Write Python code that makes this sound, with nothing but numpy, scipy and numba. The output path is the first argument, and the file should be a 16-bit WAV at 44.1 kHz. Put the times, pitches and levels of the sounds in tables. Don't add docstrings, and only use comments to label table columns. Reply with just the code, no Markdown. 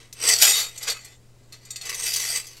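import sys
import numpy as np
from scipy import signal
from scipy.fft import rfft, irfft, next_fast_len
from scipy.io import wavfile
from scipy.ndimage import uniform_filter1d
from numba import njit

SR = 44100
rng = np.random.default_rng(int(sys.argv[2]) if len(sys.argv) > 2 else 0)


def to_wav(s):
    ch = np.atleast_2d(s).T
    pcm = np.round(np.clip(ch, -1, 1) * 32767)
    wavfile.write(sys.argv[1], SR, pcm.astype(np.int16))


def natural_amplitude(level_db):
    exponent = np.asarray(level_db, float) / 20
    return 10 ** exponent


N = 114660

# time_s, level_db
SCRAPE = [(0, -54), (.12, -66), (.2, -37.5), (.23, -27), (.28, -20.5), (.335, -16.5), (.35, -30.5),
          (.412, -19.5), (.415, -13), (.5, -17), (.55, -25.5), (.59, -20), (.64, -31.5), (.72, -47),
          (.77, -43.5), (.82, -39), (.84, -34.5), (.855, -38), (.88, -25.5), (.928, -36), (.94, -41),
          (.96, -45), (1.12, -53.5), (1.18, -69.5), (1.5, -70), (1.54, -51.5), (1.6, -63), (1.8, -51.5),
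          (1.86, -35.5), (2.01, -33), (2.065, -27), (2.12, -30), (2.28, -27.5), (2.36, -27.5),
          (2.42, -42.5), (2.6, -49)]
# start_s, strength_db, ring_db (added for the ring only), favoured_hz
BLOWS = [(0.127, -25.5, 14, 5570), (0.207, -46, 17, 5730), (0.224, -29, 17, 4390),
         (0.2838, -0.5, -13, 4515), (0.415, 3, -20, 7530), (0.476, -16, 24, 2500), (0.53, -37, 17, 3741),
         (0.579, -28.5, 22, 3741), (0.7767, -21.5, 8.5, 7220), (0.827, -13.5, -3, 6500),
         (0.8982, -11.5, 11.5, 4540), (1.046, -25.5, -1.5, 7870), (1.5234, -29, 8, 4288),
         (1.6512, -34, 10.5, 6520), (1.705, -21, 12, 6550), (1.7589, -21, 12.5, 5170),
         (1.8127, -22.5, 11, 4270), (1.8532, -19, -5, 6440), (1.8921, -12, 0, 1996),
         (1.9444, -16, 11, 6000), (2.134, -7.5, -16, 5000), (2.161, -9, 3, 8500), (2.233, -40, 8, 2010),
         (2.362, -22.5, 5, 2700), (2.4672, -24.5, -0.5, 6300)]
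# time_s, tube_over_coils_db (share of the scraping),
# grip_loss_db_per_ms (used from 0 to 3), brightness_db (treble over bass)
HOLD = [(0, -6.5, 1.4, -23), (.34, -29.5, 2.1, 3.5), (.42, 9, 1.5, 10), (.55, 6.5, -0.24, 8),
        (.75, -9.5, 0.28, -4), (1, 6.5, 0.17, -8.5), (1.8, -11.5, 0.01, -14), (2.1, -16.5, 1.55, 13),
        (2.6, -14.5, 0.85, -1)]
# pitch_hz, level_db
WIRE = [(150, -81.5), (250, -34), (444, -6.5), (700, -16.5), (1330, -12), (2570, -8), (3980, -11),
        (4650, -8), (7700, -10), (10000, -17), (11300, -13.5), (16000, -26.5)]
# pitch_hz in one list, level_db in the other
TUBE_HZ = [1260, 1640, 2040, 2570, 3547, 3741, 4288, 4515, 5765, 6840, 6961, 7505, 7556, 8211, 8592, 11510]
TUBE_MODE_DB = [-14, -16, -15.5, -13, -12.5, -10.5, -9, -11, -21, -8.5, -7, -11, -10.5, -8, -18.5, -14]
# pitch_hz in one list, level_db in the other
COILS_HZ = [2010, 2700, 4470, 4790, 5710, 5930, 6220, 7720, 8260, 10870]
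COILS_MODE_DB = [-8.5, -10.5, -6, -4, -5.5, -7.5, -6.5, -5, -2.5, -13]
# pitch_hz, level_db
AIR = [(15, 9), (30, 1.5), (60, -0.5), (200, -8.5), (450, -9.5), (700, -17), (2500, -28), (7500, -26),
       (10000, -31.5), (16000, -38)]
# pitch_hz, left_minus_right_db
LEAN = [(200, 1.3), (700, .9), (1300, .1), (4400, .7)]

WIRE_T60_S, TUBE_T60_S, COILS_T60_S = 0.074, 0.17, 0.049
WIRE_DB, TUBE_DB, COILS_DB = -4, -5, -6.5
KNOCKS_PER_S, KNOCK_SPREAD_DB = 2500, 2
SPLIT_HZ = 4900
RATTLE_PER_S, RATTLE_DB = 63, 1
CONTACT_PER_S, CONTACT_DB = 15, 6
BLOW_DB, BLOW_S = -7.5, 0.0033
CRACK_FROM = 0.69
REBOUND_S, REBOUND_DB = 0.0033, 0.5
RING_DB, FALL_DB_PER_OCTAVE, NEAR_DB = 11, 6.5, 10
SPOT_DB = 6.5
ROOM_T60_S, ROOM_DB = 0.32, -24
AIR_DB = -54.5
HUM_HZ, HUM_DB = 119.8, -56.5
WIDTH_DB = -26
TOP_HZ = 15700


def clatter():
    force = scraping()
    grip = natural_amplitude(-np.clip(read(HOLD, column=2), 0, 3) * 1000 / SR)
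    lean = natural_amplitude(read(HOLD, column=1) / 2)
    tube = body(force * lean, TUBE_HZ, TUBE_MODE_DB, TUBE_T60_S, grip)
    coils = body(force / lean, COILS_HZ, COILS_MODE_DB, COILS_T60_S, grip)
    steel = natural_amplitude(WIRE_DB) * wire(force + cracks()) + natural_amplitude(TUBE_DB) * tube + natural_amplitude(COILS_DB) * coils
    return signal.sosfilt(signal.butter(2, 260, "high", fs=SR, output="sos"), steel)


def scraping():
    size_db = np.minimum(KNOCK_SPREAD_DB * rng.exponential(size=N), 14)
    happens = rng.random(N) < KNOCKS_PER_S / SR
    knocks = unit(happens * natural_amplitude(size_db) * rng.standard_normal(N))
    dull = signal.sosfilt(signal.butter(1, SPLIT_HZ, fs=SR, output="sos"), knocks)
    tilt = natural_amplitude(read(HOLD, column=3) / 2)
    force = dull / tilt + (knocks - dull) * tilt
    return force * natural_amplitude(read(SCRAPE, column=1) + RATTLE_DB * walk(RATTLE_PER_S))


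def cracks():
    fade = np.exp(-np.arange(SR // 25) / SR / BLOW_S)
    fade = fade + natural_amplitude(REBOUND_DB) * np.roll(fade, int(REBOUND_S * SR))
    out = np.zeros(N)
    for start_s, strength_db, _, favoured_hz in BLOWS:
        chatter = rng.standard_normal(len(fade))
        highpass = signal.butter(3, CRACK_FROM * favoured_hz, "high", fs=SR, output="sos")
        bright = signal.sosfilt(highpass, chatter)
        start = int(start_s * SR)
        out[start:start + len(fade)] += bright * fade * natural_amplitude(strength_db + BLOW_DB)
    return out


def wire(force):
    spots = natural_amplitude(CONTACT_DB * np.array([walk(CONTACT_PER_S) for _ in range(5)]))
    spots = spots / np.sqrt(np.sum(spots ** 2, axis=0))
    return sum(signal.fftconvolve(force * share, tail(WIRE_T60_S, WIRE))[:N] for share in spots)


def body(scrape, modes_hz, modes_db, t60, grip):
    start_s, strength_db, ring_db, favoured_hz = np.array(BLOWS).T
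    starts = (start_s * SR).astype(int)
    last = np.maximum(np.searchsorted(start_s, np.arange(N) / SR) - 1, 0)
    out = 0
    for hz, db in zip(modes_hz, modes_db):
        octaves = np.abs(np.log2(hz / favoured_hz))
        near = np.exp(-(octaves * 20) ** 2)
        wander_db = np.clip(CONTACT_DB * walk(CONTACT_PER_S), -9, 5)
        force = scrape * natural_amplitude(wander_db + SPOT_DB * near[last])
        hit_db = RING_DB + strength_db + ring_db - FALL_DB_PER_OCTAVE * octaves + NEAR_DB * near
        force[starts] += natural_amplitude(hit_db + 2 * rng.standard_normal(len(starts)))
        pole = np.exp((2j * np.pi * hz - np.log(1000) / t60) / SR)
        out = natural_amplitude(db) * ring(force, pole, grip) - out
    return out / 20


@njit
def ring(force, pole, grip):
    y, z = np.empty(len(force)), 0j
    for i in range(len(force)):
        z = z * pole * grip[i] + force[i]
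        y[i] = z.imag
    return y


def echo(near):
    return natural_amplitude(ROOM_DB) * signal.fftconvolve(near, tail(ROOM_T60_S))[:N]


def hum():
    level = natural_amplitude(HUM_DB + 1.3 * walk(5.94))
    return np.sqrt(2) * level * np.sin(2 * np.pi * HUM_HZ * np.arange(N) / SR)


def air():
    return natural_amplitude(AIR_DB) * unit(colour(rng.standard_normal(N), AIR))


def read(rows, column):
    rows = np.array(rows)
    return np.interp(np.arange(N) / SR, rows[:, 0], rows[:, column])


def walk(rate):
    k = int(SR / rate)
    held = rng.standard_normal(N // 100)[np.arange(N) // k]
    return 1.33 * uniform_filter1d(held, k)


def tail(t60, table=((20, 0),)):
    t = np.arange(SR // 2) / SR
    h = colour(rng.standard_normal(len(t)), table) * natural_amplitude(-60 * t / t60)
    return h / np.sqrt(np.sum(h ** 2))


def colour(x, table):
    size = next_fast_len(len(x))
    hz = np.maximum(np.arange(size // 2 + 1) * SR / size, 1)
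    table = np.array(table)
    gain_db = np.interp(np.log(hz), np.log(table[:, 0]), table[:, 1])
    return irfft(rfft(x, size) * natural_amplitude(gain_db), size)[:len(x)]


def unit(x):
    return x / np.sqrt(np.mean(x ** 2))


def scene():
    near = clatter()
    mid = near + echo(near) + air() + hum()
    side = natural_amplitude(WIDTH_DB) * signal.fftconvolve(mid, tail(.02))[:N]
    lean = np.array(LEAN)
    left = colour(mid + side, lean * [1, 0.5])
    right = colour(mid - side, lean * [1, -0.5])
    return np.array([left, right])


def top_cut(x):
    return signal.sosfilt(signal.butter(12, 16830, fs=SR, output="sos"), x)


def record(dry):
    lowpass = signal.ellip(8, .2, 70, TOP_HZ, fs=SR, output="sos")
    mix = signal.sosfilt(lowpass, dry)
    return top_cut(mix)


dry = scene()
out = record(dry)
to_wav(out)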